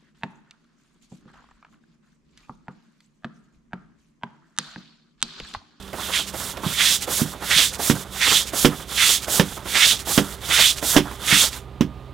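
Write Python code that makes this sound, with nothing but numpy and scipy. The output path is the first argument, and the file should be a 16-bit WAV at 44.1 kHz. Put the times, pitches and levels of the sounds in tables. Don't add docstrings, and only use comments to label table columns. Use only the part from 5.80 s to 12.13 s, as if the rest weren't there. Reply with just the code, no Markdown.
import sys
import numpy as np
from scipy import signal
from scipy.fft import rfft, irfft
from scipy.io import wavfile
from scipy.ndimage import uniform_filter1d

SR = 44100
rng = np.random.default_rng(int(sys.argv[2]) if len(sys.argv) > 2 else 0)


def store_pcm(level_fs):
    pcm = np.round(np.clip(level_fs, -1, 1) * 32767).astype(np.int16)
    wavfile.write(sys.argv[1], SR, np.atleast_2d(pcm).T)


N = 279153
T = np.arange(N) / SR


def undb(db):
    return 10 ** (np.asarray(db) / 20)


def unit(x):
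    return x / np.sqrt(np.mean(x ** 2))


def colour(x, points):
    hz, db = np.transpose(points)
    f = np.maximum(np.fft.rfftfreq(len(x), 1 / SR), 1)
    gain_db = np.interp(np.log(f), np.log(hz), db)
    gain_db -= 17 * np.maximum(np.log2(hz[0] / f), 0)
    return irfft(rfft(x) * undb(gain_db), len(x))


def resonate(x, hz, width_hz):
    return signal.lfilter(*signal.iirpeak(hz, hz / width_hz, fs=SR), x)


def walk(rate_hz):
    k = max(int(SR / rate_hz), 1)
    steps = np.repeat(rng.standard_normal(N // k + 1), k)
    return 1.32 * uniform_filter1d(uniform_filter1d(steps, k), k)[:N]


def slips(rate_hz, spread_db):
    chance, size = rng.random(N), rng.standard_normal(N)
    clicks = (chance < rate_hz / SR) * rng.choice([-1, 1], N)
    return unit(clicks * undb(spread_db * size) / np.sqrt(rate_hz))


def burst(start_s, rise_s, t60_s):
    first = int(start_s * SR)
    age = T[:min(SR // 2, N - first)]
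    envelope = (1 - np.exp(-age / rise_s)) * np.exp(-np.log(1000) * age / t60_s)
    return np.pad(envelope, (first, N - first - len(age)))


# freq_hz, gain_db
AIR_COLOUR = [(25, -7.5), (55, -1), (90, 4), (170, -5), (300, -7), (540, -10), (1150, -14.5), (1800, -23),
              (3700, -24.5), (5500, -37.5), (15000, -44.5)]
AIR_DB = -43.5


def harbour_air():
    air = unit(colour(rng.standard_normal(N), AIR_COLOUR))
    return air * undb(AIR_DB + 0.49 * walk(4.8))


# freq_hz, start_db, end_db
MOTOR_PARTIALS = [(51.3, -58, -51), (64, -47.5, -43), (127, -74.5, -44.5), (193.4, -46, -57.5),
                  (394, -53, -55), (1217, -83, -54.5)]


def motor_hum():
    drift = 1 + 0.00372 * walk(1.3)
    hum = 0
    for hz, start_db, end_db in MOTOR_PARTIALS:
        db = start_db + (end_db - start_db) * T / T[-1] + walk(6.8)
        hum = hum + undb(db) * np.sqrt(2) * np.sin(2 * np.pi * np.cumsum(hz * drift) / SR)
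    return hum


def decaying_mode(t, hz, t60_s):
    return np.cos(2 * np.pi * hz * t) * np.exp(-np.log(1000) * t / t60_s)


# freq_hz, level_db, t60_s
HULL_MODES = [(92, -17, .17), (120, -16, .2), (151, -8, .22), (172, -9, .2), (199, -7, .21),
              (221, -11, .19), (242, -10, .21), (290, -4, .19), (362, -2.5, .14), (396, -5, .14),
              (478, -3, .12), (530, -5, .1), (574, -2.5, .1), (705, -11, .12), (1206, -9, .06)]
# freq_hz, gain_db
CLACK_COLOUR = [(300, 1), (700, -3.5), (1700, -3.5), (2400, -6.5), (3300, -1.5), (4300, -14), (5600, -8.5),
                (8000, -21.5), (15000, -24)]
# start_s, level_db, contact_ms, panel_hz, clack_re_thud_db
KNOCKS = [(.863, -22.5, 3.9, 175, -27), (1.416, -17, 3.45, 235, -13.5), (1.762, -31.5, 3.5, 159, -25),
          (2.098, -12, 2.6, 235, -5), (2.847, -7.5, 1.84, 250, -3.5), (3.596, -11, 1.94, 179, -2),
          (4.377, -10, 2.3, 258, -3), (5.164, -5.5, 1.44, 273, -2), (5.524, -20.5, 4.1, 153, -6),
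          (6.008, -12, 2.8, 230, -11.5)]


def knocks():
    t = np.arange(SR // 2) / SR
    modes = np.array([undb(db) * decaying_mode(t, hz, t60_s) for hz, db, t60_s in HULL_MODES])
    radiation = signal.butter(2, 90, "high", fs=SR, output="sos")
    thuds, clacks = np.zeros(N + len(t)), 0
    for start_s, db, contact_ms, panel_hz, clack_db in KNOCKS:
        spot_gains = undb(2.7 * rng.standard_normal(len(HULL_MODES)))
        ring = undb(4) * decaying_mode(t, panel_hz, 0.074) + spot_gains @ modes
        push = np.sin(np.pi * np.minimum(t * 1000 / contact_ms, 1)) ** 2
        thud = signal.sosfilt(radiation, signal.fftconvolve(ring, push)[:len(t)])
        thud = thud / np.std(thud[:SR // 50])
        low_thump = undb(db - 7.5) * np.sin(2 * np.pi * 34 * t) * np.exp(-t / .02)
        first = int(start_s * SR)
        thuds[first:first + len(t)] += undb(db) * (thud + low_thump)
        block = 1.93 * burst(start_s + 0.00077, 0.00018, 0.033)
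        handle = 0.46 * burst(start_s + 0.0078, 0.00044, 0.13)
        clacks = clacks + undb(db + clack_db + 1.0) * (block + handle)
    grain = slips(6000, spread_db=3)
    return thuds[:N] + clacks * unit(colour(grain, CLACK_COLOUR))


# start_s, level_db
SNAPS = [(0.024, -31), (0.076, -33), (0.77, -23.5), (3.176, -17), (4.523, -32), (5.729, -26), (6.013, -43)]


def snaps():
    envelope = sum(undb(db) * burst(start_s, 0.00088, 0.028) for start_s, db in SNAPS)
    return unit(resonate(slips(4100, spread_db=5), 2900, 2300)) * envelope


# freq_hz, gain_db
FLIP_COLOUR = [(150, -4), (330, 1), (580, -4.5), (850, -6), (1150, -8.5), (1400, -8), (2000, -10.5),
               (3400, -18), (7000, -24)]
# start_s, level_db, pitch_hz
FLIPS = [(0.13, -26, 576), (0.537, -28, 706), (0.77, -30.5, 500), (0.833, -25.5, 1010), (1.275, -23.5, 600),
         (1.547, -37.5, 990), (1.621, -31, 1020), (1.993, -25, 725), (2.732, -25, 646),
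         (2.997, -34.5, 1040), (3.479, -24.5, 620), (3.768, -31.5, 1000), (3.856, -30.5, 1100),
         (4.269, -26.5, 780), (5.024, -22.5, 630), (5.311, -31, 1000)]


def flips():
    crunch = unit(colour(slips(2200, spread_db=1), FLIP_COLOUR))
    out = 0
    for start_s, db, hz in FLIPS:
        pitched = unit(resonate(crunch, hz, 0.45 * hz))
        out = out + undb(db - 3.0) * burst(start_s, 0.0012, 0.18) * (crunch + 0.65 * pitched)
    return out


# bite_s, glide_before_bite_s, bite_to_stop_s, pressure_crest_share (of bite to stop, 0-1),
# glide_db, slide_db, chatter_db, whisk_db
PUSHES = [(.319, 0.2, 0.14, 0.39, -32, -22, -19, -31.5), (0.963, 0.17, 0.24, 0.41, -29, -16, -13.5, -27),
          (1.697, 0.11, 0.22, 0.38, -27.5, -15.5, -11.5, -31),
          (2.404, 0.12, .25, 0.38, -30, -15.5, -10.5, -30),
          (3.169, 0.12, 0.24, .27, -28.5, -13.5, -12, -30.5),
          (3.937, 0.11, 0.24, 0.4, -26, -15, -9.5, -32.5), (4.695, 0.11, 0.26, 0.44, -29, -14, -10, -31),
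          (5.468, 0.1, 0.24, 0.33, -29.5, -13.5, -10.5, -34.5)]
WHISK_DELAY_S, WHISK_WIDTH_S = 0.028, 0.021


def whisks():
    envelope = 0
    for bite_s, _, push_s, *_, whisk_db in PUSHES:
        offset = (T - bite_s - push_s - WHISK_DELAY_S) / WHISK_WIDTH_S
        envelope = envelope + undb(whisk_db) * np.exp(-np.minimum(offset ** 2, 20))
    swish = colour(slips(3600, spread_db=2), HISS_COLOUR)
    ring = unit(resonate(slips(3000, spread_db=6.5), 2740, 2900))
    return unit(swish + 0.31 * ring) * envelope


def push_progress():
    spans = [(bite_s, bite_s + push_s) for bite_s, _, push_s, *_ in PUSHES]
    progress = np.interp(T, np.ravel(spans), np.tile([0, 1], len(spans)))
    pushing = sum((T > a) & (T < b) for a, b in spans)
    return progress, uniform_filter1d(1. * pushing, size=700)


EASE_POWER = 1.446


def swing(start_s, end_s, attack_s, release_s):
    ramp = np.clip(np.minimum((T - start_s) / attack_s, (end_s - T) / release_s), 0, 1)
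    moving = ramp > 0
    ramp[moving] = np.sin(np.pi / 2 * ramp[moving]) ** EASE_POWER
    return ramp


# start_s, sweep_s, whole_pull_s, sweep_db, trail_db
PULLS = [(.51, 0.25, .28, -30, -47), (1.258, 0.21, 0.3, -21.5, -36.5), (1.973, 0.18, 0.28, -20, -34.5),
         (2.714, 0.19, 0.34, -20, -38.5), (3.46, 0.18, 0.34, -19, -37.5), (4.242, 0.19, .33, -20, -36.5),
         (5.004, 0.21, 0.38, -18.5, -43.5), (5.72, 0.089, 0.1, -30.5, -54)]
SWEEP_ATTACK_S, SWEEP_RELEASE_S, TRAIL_RELEASE_S = 0.097, 0.082, 0.037
REST_DB = -49.5
PULL_CHATTER_DB, PULL_CHATTER_GROWTH = -23, 0.42
GLIDE_ATTACK_S, GLIDE_RELEASE_S = 0.14, 0.069
GLIDE_CHATTER_DB = 3.5
GLIDE_FADE = 0.52
SURGE_LEAD_S, FASTEST_SHARE, SURGE_RELEASE_S = 0.051, 0.59, .1
BITE_S, CHATTER_SAG_DB_PER_S, UNLOAD_S = .012, 73, 0.084


def stroke_levels():
    slide = undb(REST_DB)
    for start_s, sweep_s, pull_s, sweep_db, trail_db in PULLS:
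        sweep = undb(sweep_db) * swing(start_s, start_s + sweep_s, SWEEP_ATTACK_S, SWEEP_RELEASE_S)
        trail = undb(trail_db) * swing(start_s, start_s + pull_s, SWEEP_ATTACK_S, TRAIL_RELEASE_S)
        slide = np.maximum(slide, np.maximum(sweep, trail))
    grip = undb(PULL_CHATTER_DB) * slide ** PULL_CHATTER_GROWTH
    for bite_s, glide_s, push_s, crest_share, glide_db, slide_db, chatter_db, _ in PUSHES:
        stop_s = bite_s + push_s
        fastest_s, hardest_s = bite_s + FASTEST_SHARE * push_s, bite_s + crest_share * push_s
        glide = swing(bite_s - glide_s, stop_s + WHISK_DELAY_S, GLIDE_ATTACK_S, GLIDE_RELEASE_S)
        glide = undb(glide_db) * glide * np.interp(T, [fastest_s, stop_s], [1, GLIDE_FADE])
        surge_attack_s = fastest_s - bite_s + SURGE_LEAD_S
        surge = undb(slide_db) * swing(bite_s - SURGE_LEAD_S, stop_s, surge_attack_s, SURGE_RELEASE_S)
        pressure_db = chatter_db - CHATTER_SAG_DB_PER_S * np.abs(T - hardest_s)
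        press = undb(pressure_db) * swing(bite_s, stop_s, BITE_S, UNLOAD_S)
        slide = np.maximum(slide, np.maximum(glide, surge))
        grip = np.maximum(grip, np.maximum(undb(GLIDE_CHATTER_DB) * glide, press))
    return 20 * np.log10(slide), 20 * np.log10(grip)


# freq_hz, gain_db
RUB_COLOUR = [(120, 3.5), (330, 0), (520, 1.5), (700, 1.5), (1000, 2.5), (1400, 3.5), (1900, -4.5),
              (3500, -42)]


def rub(slide_db, bend):
    db = -27 + 0.43 * slide_db - 9 * bend
    return unit(colour(slips(2500, spread_db=0), RUB_COLOUR)) * undb(db + 4.27 * walk(45))


# freq_hz, width_hz, level_db
BRUSH_MODES = [(1370, 180, -5.5), (2060, 750, 1.5), (2760, 416, -4.5), (3080, 150, -9.5), (3375, 570, 3.5),
               (3530, 280, -0.5), (4040, 250, -11), (4570, 1900, -2.5), (5770, 1800, -8)]


def chatter(db, progress, pushing):
    edge_hz = 1500 * 2 ** (1.67 * progress)
    out, power = 0, 0
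    for hz, width_hz, mode_db in BRUSH_MODES:
        ring = resonate(resonate(slips(2500, spread_db=-1), hz, width_hz), hz, 4 * width_hz)
        octaves = np.log2(hz / edge_hz)
        pushed_db = 15 * np.minimum(octaves, 0) - 2.1 * np.maximum(octaves, 0)
        trailing_db = -3 * np.abs(np.log2(hz / 3400))
        gain = undb(mode_db + pushing * pushed_db + (0.5 - pushing) * trailing_db)
        out = out + unit(ring) * gain * undb(2.5 * walk(45))
        power = power + gain ** 2
    return out / np.sqrt(power) * undb(db - 6.0 + 1.7 * pushing)


# freq_hz, gain_db
HISS_COLOUR = [(1200, -13), (2600, -10), (3400, -0.5), (4300, -3.5), (5200, -3), (7200, -0.5), (9000, -3),
               (11000, -6.5), (13500, -10.5), (16000, -14)]


def hiss(db, pushing):
    rate_hz = 11000 * undb(.4 * (db + 20))
    tips = unit(colour(slips(rate_hz, spread_db=2.5), HISS_COLOUR))
    spray = unit(resonate(slips(9000, spread_db=3), 10800, 5300))
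    return tips * undb(db - 3.5 + 1.0 * walk(60)) + spray * (1 - pushing) * undb(db - 7)


LIFT_S, LIFT_FADE_DB_PER_S = 5.8, 300


def scene():
    slide_db, chatter_db = stroke_levels()
    progress, pushing = push_progress()
    strokes = rub(slide_db, progress * pushing) + chatter(chatter_db, progress, pushing) + hiss(slide_db, pushing)
    on_deck = undb(-LIFT_FADE_DB_PER_S * np.maximum(T - LIFT_S, 0))
    background = harbour_air() + motor_hum()
    sound = background + knocks() + snaps() + flips() + whisks() + on_deck * strokes
    return np.array([sound, sound])


LEFT_RE_RIGHT_DB, TOP_HZ, CEILING = -7, 15800, 0.63


def record(dry):
    clipped = dry / (1 + (dry / CEILING) ** 8) ** (1 / 8)
    sides = undb(np.array([[LEFT_RE_RIGHT_DB], [0]]))
    low_pass = signal.ellip(10, .2, 70, TOP_HZ, fs=SR, output="sos")
    return signal.sosfilt(low_pass, clipped * sides / sides.mean())


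dry = scene()
out = record(dry)
store_pcm(out)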